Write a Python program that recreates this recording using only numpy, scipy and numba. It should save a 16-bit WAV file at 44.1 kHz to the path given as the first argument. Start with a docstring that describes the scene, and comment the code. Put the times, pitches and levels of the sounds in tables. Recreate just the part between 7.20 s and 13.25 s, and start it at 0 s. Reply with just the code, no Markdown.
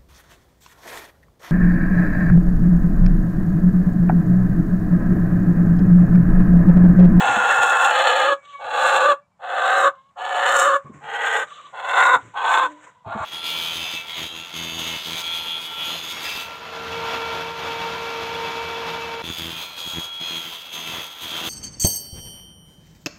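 """A hen squawks eight times as she is gripped and lifted out of a small coop, close by.
Squawk: scattered syrinx pulses and puffs ring throat resonances; most rasps tighten to a clearer note.
Thin whistling wheezes fall in between, and she moans once. A chick peeps faintly in gliding tones.
Shaped noise and ticks make the feathers and litter; decaying low notes make the bumps on the coop.
Close walls answer voices and rustle; soft noise is the outdoor air."""
import sys
import numpy as np
from scipy import signal
from scipy.fft import rfft, irfft, next_fast_len
from scipy.io import wavfile
from scipy.ndimage import uniform_filter1d
from numba import njit

SR = 44100
rng = np.random.default_rng(int(sys.argv[2]) if len(sys.argv) > 2 else 0)


def transcribe(signal):
    """Save signal, clipped to [-1, 1], as a 16-bit WAV file at the path in sys.argv[1]."""
    frames = np.atleast_2d(signal).T
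    limited = np.clip(frames, -1, 1)
    pcm = np.round(limited * 32767).astype(np.int16)
    wavfile.write(sys.argv[1], SR, pcm)


N = 266805
T = np.arange(N) / SR

# squawks: start/s, end/s, attack/s, swell/s, closing part/s, level/dB, swell/dB, closing level change/dB,
#   note clarity/0-1, rasp f/Hz, closing f/Hz, droop/0-1, gape f/Hz, gape share/0-1,
#   hardest blow t/s, blow sizzle/dB, judder/dB
SQUAWKS = [ (-0.1, 1.132, .03, .46, .095, -16.1, 5.5, 2.4, 1, 555.5, 566, .02, 3500, 0.05, .45, 1.5, 1.3),
           (1.386, 1.921, 0.039, 0.28, 0.1246, -15.6, 19.5, 3.4, .85, 558, 580, .02, 3621, 0.09, 1.65, 4, 1.2),
           (2.19, 2.679, 0.0712, 0.322, 0.069, -16.5, 16.5, 5.4, 0.87, 560, 572, .05, 3830, 0.54, 2.63, 6, 1.1),
           (2.957, 3.563, .065, .39, 0.1364, -15.6, 13.5, -1.04, 0.92, 561.7, 538, 0, 3710, .28, 3.41, 8, 1.2),
           (3.802, 4.234, 0.0845, .31, 0.053, -20.4, 14, -4, .3, 529.8, 554.6, 0, 3487, 0.26, 4.19, 4, 1.3),
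           (4.524, 4.953, .022, .31, .088, -14.7, 19, 3.2, .35, 504.8, 518, .14, 3712, .95, 4.82, 4, 1.83),
           (5.135, 5.461, .04, .19, 0.0824, -17.2, 9.5, .3, 0.47, 518.5, 510, .07, 3599, 0.52, 5.31, 6, 1.92),
           (5.84, 6.1, .04, 0.1984, .03, -25, 10.5, -1, 0, 539.5, 539.9, 0, 3694, 0.05, 6.03, 1, 1.71)]
# stages as the beak opens and narrows: pinched start, top of swell, end of rasp,
#   clear note (approached as far as the clarity allows)
#   fundamental/dB, throat/dB, mouth/dB, beak/dB, upper resonances/dB, sizzle/dB,
#   then ratios to the squawk's own: pitch, gape f, gape share
STAGES = [(-10.5, 0.5, -6.5, -9.5, -12.5, -30, .95, 0.895, .35),
          (-13, -6.5, -4.5, -6.5, -13.5, -22.5, .99, .98, .5),
          (-10, -6.5, -3.5, -8, -13.5, -22.5, 1.005, 1.0088, 0.88),
          (-6, -22.5, -1.5, -15, -21, -32, 1.003, .95, 0.95)]
# resonances of throat and coop corner for each way she is held: f/Hz, width/Hz before tract() adjusts it, level/dB
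SITTING = [(486, 150, -28), (793.8, 57, -8), (1094, 81, -9), (1405.2, 43.9, 0.5), (1720.6, 85, -7),
           (2648.6, 59, -6.5), (3018, 28, -17.5), (3349, 160, -15.5), (4180, 17, -35.5), (4320, 31, -26)]
CROUCHED = [(527.2, 57, 9), (844.7, 65, 3), (1237.8, 42, 3), (1380, 18, 0), (1685.8, 62, 3),
            (2226.6, 37, -26.5), (2209.5, 59, -12.5), (2686, 120, -15), (2957, 56, -14), (3410, 69, -12),
            (3575, 27, -15.5), (4000, 28, -16), (4253, 41, -15)]
GRIPPED = [(536.8, 58.1, 5.5), (848, 55.8, 1.5), (1170, 93, -4), (1496.6, 88, -6), (1677.6, 32, -4.5),
           (1963, 24, -25.5), (2188, 31, -19), (2729, 95, -13), (3376, 88, -18), (3382, 15, -24),
           (3950, 79, -24.5), (4600, 36, -19.5)]
PRESSED = [(533.7, 98.5, 3), (761.8, 27, 10), (1234, 194, -1.5), (1566.4, 50, -2.5), (1716, 43, -6),
           (2108, 15, -21.5), (2583, 65, -16.5), (3113, 23, -18.5), (3156, 29, -28), (3446, 36, -14.5),
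           (4000, 34, -31.5), (4320, 51, -39.5)]
RAISED = [(560, 21.2, -14), (734, 25.8, -2), (1229, 188.6, 1.5), (1428.6, 146, 0.5), (1722.8, 48.8, 5),
          (2275.5, 22.4, -5.5), (2608, 61, -42), (3050, 191, -12.5), (3510, 66, -25), (3878, 37.5, -17.5),
          (4355, 39, -18)]
TWISTING = [(458.8, 20.2, -5), (577, 51, -10.5), (825, 66.2, -1.5), (1252, 50.7, -8), (1560, 95.6, -1.5),
            (1926, 79, 2.5), (2310, 125, -6.5), (2603, 53, -10), (2857, 85, -9.5), (3129, 31, -23),
            (3138.6, 51, -9), (3500, 23, -26.5)]
LIFTED = [(560, 52, -12.5), (771, 47, -10.5), (1026.8, 80, -10), (1453.6, 86, -11), (1997, 87, -29.5),
          (2660, 67, -13), (3378, 88, -26.5)]
DANGLING = [(525, 25, -32), (850, 30, -35), (1030, 293, -2), (1334.8, 16.4, -0.5), (1514.5, 24, -0.5),
            (1931, 54, -26.5), (2437, 245, -6.5), (2700, 32, -19), (3240, 30, -9), (3560, 28, -25.5),
            (3684, 18, -12.5), (4010, 58, -26.5)]
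CARRIED = [(651.4, 26.4, 1.5), (855, 166, -4.5), (1138, 76, 1.5), (1379.2, 49, -0.5), (1701.6, 16.6, -19),
           (2000, 34, -34.5), (2250, 23.5, -24), (2467, 74, -13), (3310, 88, -26.5), (3713, 96, -19.5)]
# postures: from t/s, resonances, fundamental/dB, throat/dB, mouth/dB, beak/dB, upper resonances/dB, sizzle/dB
POSTURES = [(0, SITTING, -3.5, 1.2, .8, 0, 1.3, 1.5), (.72, CROUCHED, -.5, 1.5, -3, .8, 2.7, -1),
            (1.3, GRIPPED, 1.3, 1, -.5, -.5, 1, -.5), (2.1, PRESSED, -.5, 1, .3, 0, -1.5, -3),
            (2.85, RAISED, 1, 1, -1.5, 1.8, 1.2, 1.5), (3.3, RAISED, 2, -5, 1.3, 0, -1.5, 2.5),
            (3.7, TWISTING, -1.5, -.5, -1.5, 2.5, 2.3, 1), (4.4, LIFTED, -1.5, -2, 0, .5, -1.5, -2.5),
            (4.77, LIFTED, -7, -2.5, 2.6, 1.2, -3.2, -4.5), (5.06, DANGLING, -9.5, .7, .7, -1.7, -.3, -5.2),
            (5.7, CARRIED, -1, 1.5, 1, -3.5, -6, -11)]
# highest ring of the windpipe: f/Hz, level per Hz/dB
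SIZZLE = [(2760, -46.5), (4700, -27.5), (4940, -33.5), (5250, -11.5), (5850, -15), (6440, -3), (7290, 2),
          (8690, -6.5), (9360, -19.5), (9990, -14.5), (10800, -22), (12300, -20), (14000, -27.5),
          (15500, -15)]
# wheezes: start/s, end/s, attack/s, whistle f/Hz, glide/(Hz/s), waver/0-1, whistle/dB, rasp/dB, fade/(dB/s)
WHEEZES = [(1.22, 1.40, .08, 1165, -250, .008, -42, -53, 75),
           (2.72, 2.92, 0.048, 1030, 400, .02, -51, -68, 105),
           (3.6, 3.8, .06, 1099, -100, .045, -50, -78, 15),
           (4.25, 4.48, 0.0575, 1250, -620, .05, -44, -51, 30),
           (4.98, 5.14, .02, 1040, -100, .04, -63, -65, 10),
           (5.46, 5.84, 0.0305, 1019, -110, .03, -46, -63, 46)]
# low moan: start/s, end/s, attack/s, f/Hz, level/dB
MOAN = (5.35, 5.53, .15, 300, -45)
# hand moves through feathers and litter: peak t/s, level/dB, rise by 20 dB/s, fall by 20 dB/s
RUSTLE = [(.1, -31, 3.4, .76), (1.75, -41, .38, .15), (2.6, -54, .33, .18), (3.32, -43, .25, .33),
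          (3.74, -54, 0.02, .4), (4.3, -50.5, 0.82, 1), (5.05, -50, .5, .35), (5.5, -50.5, .4, .13),
          (5.645, -45, 0.07, .1), (6.04, -45.5, .14, 1.25)]
# spectrum of feathers and litter: f/Hz, level per Hz/dB
FEATHERS = [(150, -29), (300, -12.5), (500, 4), (900, -1), (1400, 6), (2200, 1.5), (3800, -20.5),
            (4800, -32), (5800, -17), (7200, -5.5), (8500, -13.5), (9800, -40), (15500, -41)]
# bumps on the coop: t/s, peak/dB, f/Hz, t60/s
BUMPS = [(0.089, -29.5, 286.3, 0.187), (0.164, -24.5, 211.4, 0.128), (0.208, -42.5, 250, 0.134),
         (0.38, -40.5, 112.5, 0.25), (1.439, -47, 111, 0.25), (1.62, -40.5, 324.4, 0.1777),
         (3.644, -36, 141.3, 0.226), (3.693, -32, 210.2, 0.155), (3.739, -38.5, 144.1, 0.25),
         (3.829, -45.5, 148.4, 0.436), (4.95, -34.5, 281, 0.1867), (5.024, -40.5, 112.2, 0.31),
         (5.068, -44, 113, 0.1534), (5.861, -30, 106.2, 0.18), (5.95, -23, 213.6, 0.0748),
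         (5.999, -30.5, 89, 0.13)]
# chick peeps: start/s, end/s, first f/Hz, last f/Hz, level/dB
PEEPS = [(1.17, 1.26, 2310, 2240, -57.5), (1.32, 1.44, 2256, 2241, -52), (2.015, 2.055, 2320, 2307, -69.5),
         (2.11, 2.15, 2333, 2289, -76)]
# spectrum of outdoor air: f/Hz, level per Hz/dB
AIR = [(20, -34), (45, -9), (110, 3.5), (190, 4.5), (330, -19.5), (700, -6), (1100, -1), (1800, -26),
       (3000, -23.5), (7200, -28.5), (15000, -43.5)]

# roughness at the start, lost per stage, lost in a fully clear note
RASP_ROUGH, RASP_EASING, NOTE_SMOOTHING = 1.02, .08, .62
RELEASE_DB_PER_S, WHEEZE_RELEASE_DB_PER_S = 800, 330
HALF_PITCH_DB = -21  # subharmonic, relative to the stage's fundamental
DROOP_S = .025  # where there is droop, the pitch sags as the pressure fails
DROOP_THROAT_DB = 75  # per unit of droop: the second partial slides into the throat resonance
BLOW_S = .05  # half-length of the hardest blow
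TREBLE_LAG_S, TREBLE_LAG_DB, TREBLE_END_DB = .035, -12, -6  # treble joins late, leaves first
SLEEVES_DB = -17.5  # relative to the rubbing
PEEP_FADE_S = .015
AIR_DB = -66.5
TOP_HZ = 15500


def squawks():
    """Each swells as a rasp and holds; most tighten into a clearer note, some push or droop, then stop quickly."""
    (start, end, attack, swell, closing_s, level_db, swell_db, closing_db, clarity,
     rasp_hz, closing_hz, droop, gape_hz, gape, blow_at, blow_db, judder_db) = current(SQUAWKS)
    opening = ramp(start, swell)
    holding = ramp(start + swell, end - closing_s - start - swell)
    closing = ramp(end - closing_s, closing_s)
    clear = np.clip(clarity, 0, 1) * np.sin(np.pi / 2 * closing)
    sag = droop * ramp(end - DROOP_S / 2, DROOP_S)

    stage = opening + holding + clear
    root, throat, mouth, beak, upper, sizzle, pitch_ratio, gape_ratio, gape_share = (
        np.interp(stage, np.arange(len(STAGES)), column) for column in np.transpose(STAGES))
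    pitch_hz = pitch_ratio * (rasp_hz + (closing_hz - rasp_hz) * closing) * (1 - sag)
    rough = RASP_ROUGH - RASP_EASING * (opening + holding) - NOTE_SMOOTHING * np.sqrt(clear)
    rough = np.clip(rough, 0, 2)

    blow = 1 / (1 + ((T - blow_at) / BLOW_S) ** 2)
    dull_db = TREBLE_LAG_DB * (1 - ramp(start, TREBLE_LAG_S)) + TREBLE_END_DB * ramp(end, TREBLE_LAG_S)
    weights_db = np.array([root, throat + DROOP_THROAT_DB * sag, mouth,
                           beak + dull_db, upper + dull_db, sizzle + blow_db * blow])
    gape_now = np.clip(gape * gape_share, 0, 1)
    sound = voice(pitch_hz, rough, weights_db, gape_hz * gape_ratio, gape_now, root + HALF_PITCH_DB)

    effort_db = level_db - swell_db * np.cos(np.pi / 2 * opening) ** 2 + closing_db * closing
    gain = undb(effort_db + judder_db * walk(75))
    return envelope(start, attack, end, RELEASE_DB_PER_S) * gain * sound


def voice(pitch_hz, rough, weights_db, gape_hz, gape, half_pitch_db,
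          trade_db=1.5, upper_shudder_db=1.0, sizzle_shudder_db=1.7, gape_width_hz=220):
    """The syrinx rings the tract; the weights share the sound out among its resonances."""
    shares = posture_shares()
    posture_db = np.transpose([row[2:] for row in POSTURES]) @ shares
    root_db, throat_db, mouth_db, beak_db, upper_db, sizzle_db = weights_db + posture_db
    source = syrinx(pitch_hz, rough, air=.3)
    rung = tract(source, shares)

    parts = [(root_db, 390, 630), (throat_db, 670, 950), (mouth_db, 980, 1490), (beak_db, 1520, 2250)]
    # in the rasp the resonances keep trading strength
    body = sum(undb(db + trade_db * rough * walk(45)) * steady(band(rung, low, high))
               for db, low, high in parts)
    # even air pressure holds the loudness while single cycles scatter
    body = steady(body, seconds=.009) * np.sqrt(sum(undb(db) ** 2 for db, _, _ in parts))
    half_pitch = undb(half_pitch_db) * steady(band(source, 302.65, 411.8, order=3))

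    fixed_upper = steady(band(rung, 2300, 4228.5, order=8))
    gape_ring = steady(sliding(source, gape_hz, gape_width_hz))
    upper = np.sqrt(1 - gape) * fixed_upper + np.sqrt(gape) * gape_ring
    # the top of the voice is mostly rushing air, puffed out once a cycle
    rush = syrinx(pitch_hz, rough, air=1.3)
    sizzle = steady(steady(colour(rush, SIZZLE)) + 0.38 * steady(sliding(rush, 2 * gape_hz, 290)))

    shudder = rough * walk(70)  # the treble comes in irregular bursts
    treble = undb(upper_db + upper_shudder_db * shudder) * upper
    treble += undb(sizzle_db + sizzle_shudder_db * shudder) * sizzle
    return body + half_pitch + treble


def syrinx(pitch_hz, rough, air, jitter=0.19, scatter_db=4.5, limp_db=3.0, puff_s=0.0023):
    """Uneven closures, limping strong-weak when rough; a puff of turbulent air follows each."""
    chance = np.clip(rng.standard_normal((N // 20, 2)), -2, 2)
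    limp = limp_db * (-1) ** np.arange(len(chance))
    size_db = limp + scatter_db * chance[:, 1]
    pulses = closures(pitch_hz, np.clip(rough, 0, 1), jitter * chance[:, 0], size_db)
    puff_flow = signal.lfilter([1], [1, -np.exp(-1 / (puff_s * SR))], pulses)
    puffs = puff_flow * rng.standard_normal(N)
    return steady(pulses) + air * np.sqrt(np.abs(rough)) * steady(puffs)


@njit
def closures(hz, rough, stretch, size_db):
    """A pulse at each closing of the membranes; roughness scatters the length and strength of each cycle."""
    pulses = np.zeros(len(hz) + 1)
    phase, cycle = 0., 0
    for i in range(len(hz)):
        step = hz[i] * np.exp(rough[i] * stretch[cycle]) / SR
        phase += step
        if phase >= 1:
            phase, cycle = phase - 1, cycle + 1
            size = 10 ** (rough[i] * size_db[cycle] / 20)
            # split over two samples to keep the exact time
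            pulses[i] += size * phase / step
            pulses[i + 1] += size * (1 - phase / step)
    return pulses[:-1]


def tract(source, shares, narrowing=0.884, loss=0.0027, leak_db=-30):
    """Ring each posture's resonances, blending one into the next; the struggling head makes them waver."""
    out = undb(leak_db) * source
    for share, (_, modes, *_) in zip(shares, POSTURES):
        held = share > 1e-6
        ring = 0
        for i, (hz, width_hz, db) in enumerate(sorted(modes)):
            mode = resonance(source[held], hz, narrowing * width_hz + loss * hz)
            ring = ring + (-1) ** i * undb(db) * mode
        out[held] += share[held] * ring
    sway_s = .00018 * uniform_filter1d(walk(28), size=600)
    return np.interp(T + sway_s, T, out)


def posture_shares():
    """How far she is in each posture; one blends into the next."""
    posture = np.searchsorted([row[0] for row in POSTURES[1:]], T)
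    return np.array([uniform_filter1d((posture == k) * 1., size=3000) for k in range(len(POSTURES))])


def wheezes(flutter_db=4.0):
    """Unsteady whistle, the second partial of a weak note, over a hoarse rasp; both fade as it glides."""
    start, end, attack, hz, glide, waver, whistle_db, rasp_db, fade = current(WHEEZES)
    age = np.clip(T - start, 0, end - start)
    # phase of the weak note, an octave below the whistle
    phase = np.pi * np.cumsum((hz + glide * age) * (1 + waver * walk(260))) / SR
    tone = undb(-19.0) * np.sin(phase) + np.sin(2 * phase)
    tone += undb(-19) * np.sin(3 * phase) + undb(-21) * np.sin(4 * phase)
    draught = rng.standard_normal(N)
    rasp = unit(band(draught, 2670, 3880)) + undb(-13) * unit(band(draught, 5930, 7900))
    flow = envelope(start, attack, end, WHEEZE_RELEASE_DB_PER_S) * undb(-fade * np.maximum(age - attack, 0))
    whistle = undb(whistle_db + flutter_db * walk(60)) * unit(tone)
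    return flow * (whistle + undb(rasp_db + 2.17 * walk(80)) * rasp)


def moan(octave_db=-5, waver=.02, release_db_per_s=190):
    """A soft, low, wavering note and its octave."""
    start, end, attack, hz, db = MOAN
    phase = 2 * np.pi * np.cumsum(hz * (1 + waver * walk(120))) / SR
    tone = unit(np.sin(phase) + undb(octave_db) * np.sin(2 * phase))
    return envelope(start, attack, end, release_db_per_s) * undb(db) * tone


def handling():
    """Strength of the rubbing: each move of the hands builds up and dies away."""
    return np.sqrt(sum(undb(db - 20 * np.maximum((s - T) / rise, (T - s) / fall)) ** 2
                       for s, db, rise, fall in RUSTLE))


def rustle(grain_db=5, ticks_db=-6):
    """Feathers slide under the hands as fluctuating noise while bits of straw tick at random."""
    tick_gain = undb(grain_db * np.minimum(rng.exponential(size=N), 3))
    ticks = (rng.random(N) < 400 / SR) * rng.standard_normal(N) * tick_gain  # 400 per s on average
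    slide = rng.standard_normal(N) * undb(2.3 * walk(49))
    return colour(slide + undb(ticks_db) * unit(ticks), FEATHERS)


def sleeves(rubbing):
    """Sleeves brush the coop as the hands move: uneven low noise."""
    brush = unit(band(rng.standard_normal(N), 98, 430, order=2))
    return rubbing * undb(SLEEVES_DB + 3.6 * walk(28)) * brush


def bumps(push_s=0.0052, scuff=0.577):
    """Soft blows: a low note of the boards and a dull scuff die away together."""
    out, t = np.zeros(N + SR), T[:SR // 2]
    for s, db, hz, t60 in BUMPS:
        noise = unit(band(rng.standard_normal(len(t)), 88, 380, order=2))
        ring = np.sin(2 * np.pi * hz * t) + scuff * noise
        blow = ring * (1 - np.exp(-t / push_s)) * np.exp(-np.log(1000) * t / max(t60, .02))
        start = max(int(s * SR), 0)
        out[start:start + len(t)] += undb(db) * blow / np.abs(blow).max()
    return out[:N]


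def chick():
    """Faint pure peeps that sag in pitch."""
    start, end, first_hz, last_hz, db = current(PEEPS)
    hz = first_hz + (last_hz - first_hz) * ramp(start, end - start)
    gate = ramp(start, PEEP_FADE_S) * (1 - ramp(end, PEEP_FADE_S))
    return gate * undb(db) * unit(np.sin(2 * np.pi * np.cumsum(hz) / SR))


def coop(x, early_db=-12, early_t60=0.05, tail_db=-27, tail_t60=0.18):
    """Close walls answer at once; a faint, duller tail comes from the yard."""
    t = T[:SR // 2]
    early = rng.standard_normal(len(t)) * undb(-60 * t / early_t60) * (t > .002)
    tail = band(rng.standard_normal(len(t)), 150, 1600, order=1) * undb(-60 * t / tail_t60) * (t > .01)
    response = undb(early_db) * early / np.linalg.norm(early) + undb(tail_db) * tail / np.linalg.norm(tail)
    return x + signal.fftconvolve(x, response)[:N]


def outdoor_air():
    """Still outdoor air: coloured noise whose level drifts slowly."""
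    return undb(AIR_DB + 1.4 * walk(1.3)) * colour(rng.standard_normal(N), AIR)


def undb(db):
    """Decibels to gain."""
    return 10 ** (np.asarray(db) / 20)


def unit(x):
    """Scale to rms 1."""
    return x / np.sqrt(np.mean(x ** 2))


def steady(x, seconds=0.0288):
    """Hold the short-term rms at 1, keeping the faster flutter."""
    size = max(int(seconds * SR), 64)
    power = uniform_filter1d(uniform_filter1d(x * x, size), size)
    return x / np.sqrt(power + 1e-18)


def walk(rate_hz):
    """Smooth random motion with rms 1."""
    size = int(SR / rate_hz)
    steps = np.repeat(rng.standard_normal(N // size + 1), size)
    return unit(uniform_filter1d(steps, size)[:N])


def colour(x, points):
    """Shape a sound by (Hz, dB) points, to rms 1."""
    hz, db = np.transpose(points)
    size = next_fast_len(N)
    bins_hz = np.maximum(np.fft.rfftfreq(size, 1 / SR), 1)
    gain = undb(np.interp(np.log(bins_hz), np.log(hz), db))
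    return unit(irfft(rfft(x, size) * gain, size)[:N])


def band(x, low_hz, high_hz, order=4):
    """Flat band-pass."""
    sos = signal.butter(order, [low_hz, min(high_hz, SR * .45)], "band", fs=SR, output="sos")
    return signal.sosfilt(sos, x)


def resonance(x, hz, width_hz):
    """One two-pole resonance, gain 1 at its centre."""
    return signal.lfilter(*signal.iirpeak(hz, hz / max(width_hz, 15), fs=SR), x)


def sliding(x, hz, width_hz):
    """A resonance whose centre follows hz: a low-pass in a frame that turns with it."""
    turn = np.exp(2j * np.pi * np.cumsum(hz) / SR)
    lowpass = signal.butter(2, width_hz / 2, fs=SR, output="sos")
    return (turn * signal.sosfilt(lowpass, x / turn)).real


def current(events):
    """Each column of an event table, held until the next event starts."""
    table = np.array(events, float)
    return table.T[:, np.searchsorted(table[1:, 0], T)]


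def ramp(start, seconds):
    """Rise from 0 to 1 in the given time."""
    return np.clip((T - start) / np.maximum(seconds, .001), 0, 1)


def envelope(start, attack, end, release_db_per_s):
    """Straight attack, hold, exponential release."""
    return ramp(start, attack) * undb(-release_db_per_s * np.clip(T - end, 0, 1))


def scene():
    """Hen, handling and chick in the coop, over still outdoor air."""
    rubbing = handling()
    enclosed = squawks() + wheezes() + moan() + rubbing * rustle() + chick()
    return (coop(enclosed) + sleeves(rubbing) + bumps() + outdoor_air())[None]


def record(dry):
    """Thin the deep bass below 38 Hz, fade out over the last 3 ms and cut steeply above TOP_HZ."""
    fade_out = np.minimum((T[-1] - T) / .003, 1)
    thinned = signal.sosfilt(signal.butter(2, 38, "high", fs=SR, output="sos"), dry)
    return signal.sosfilt(signal.ellip(10, .2, 80, TOP_HZ, fs=SR, output="sos"), thinned * fade_out)


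dry = scene()
out = record(dry)
transcribe(out)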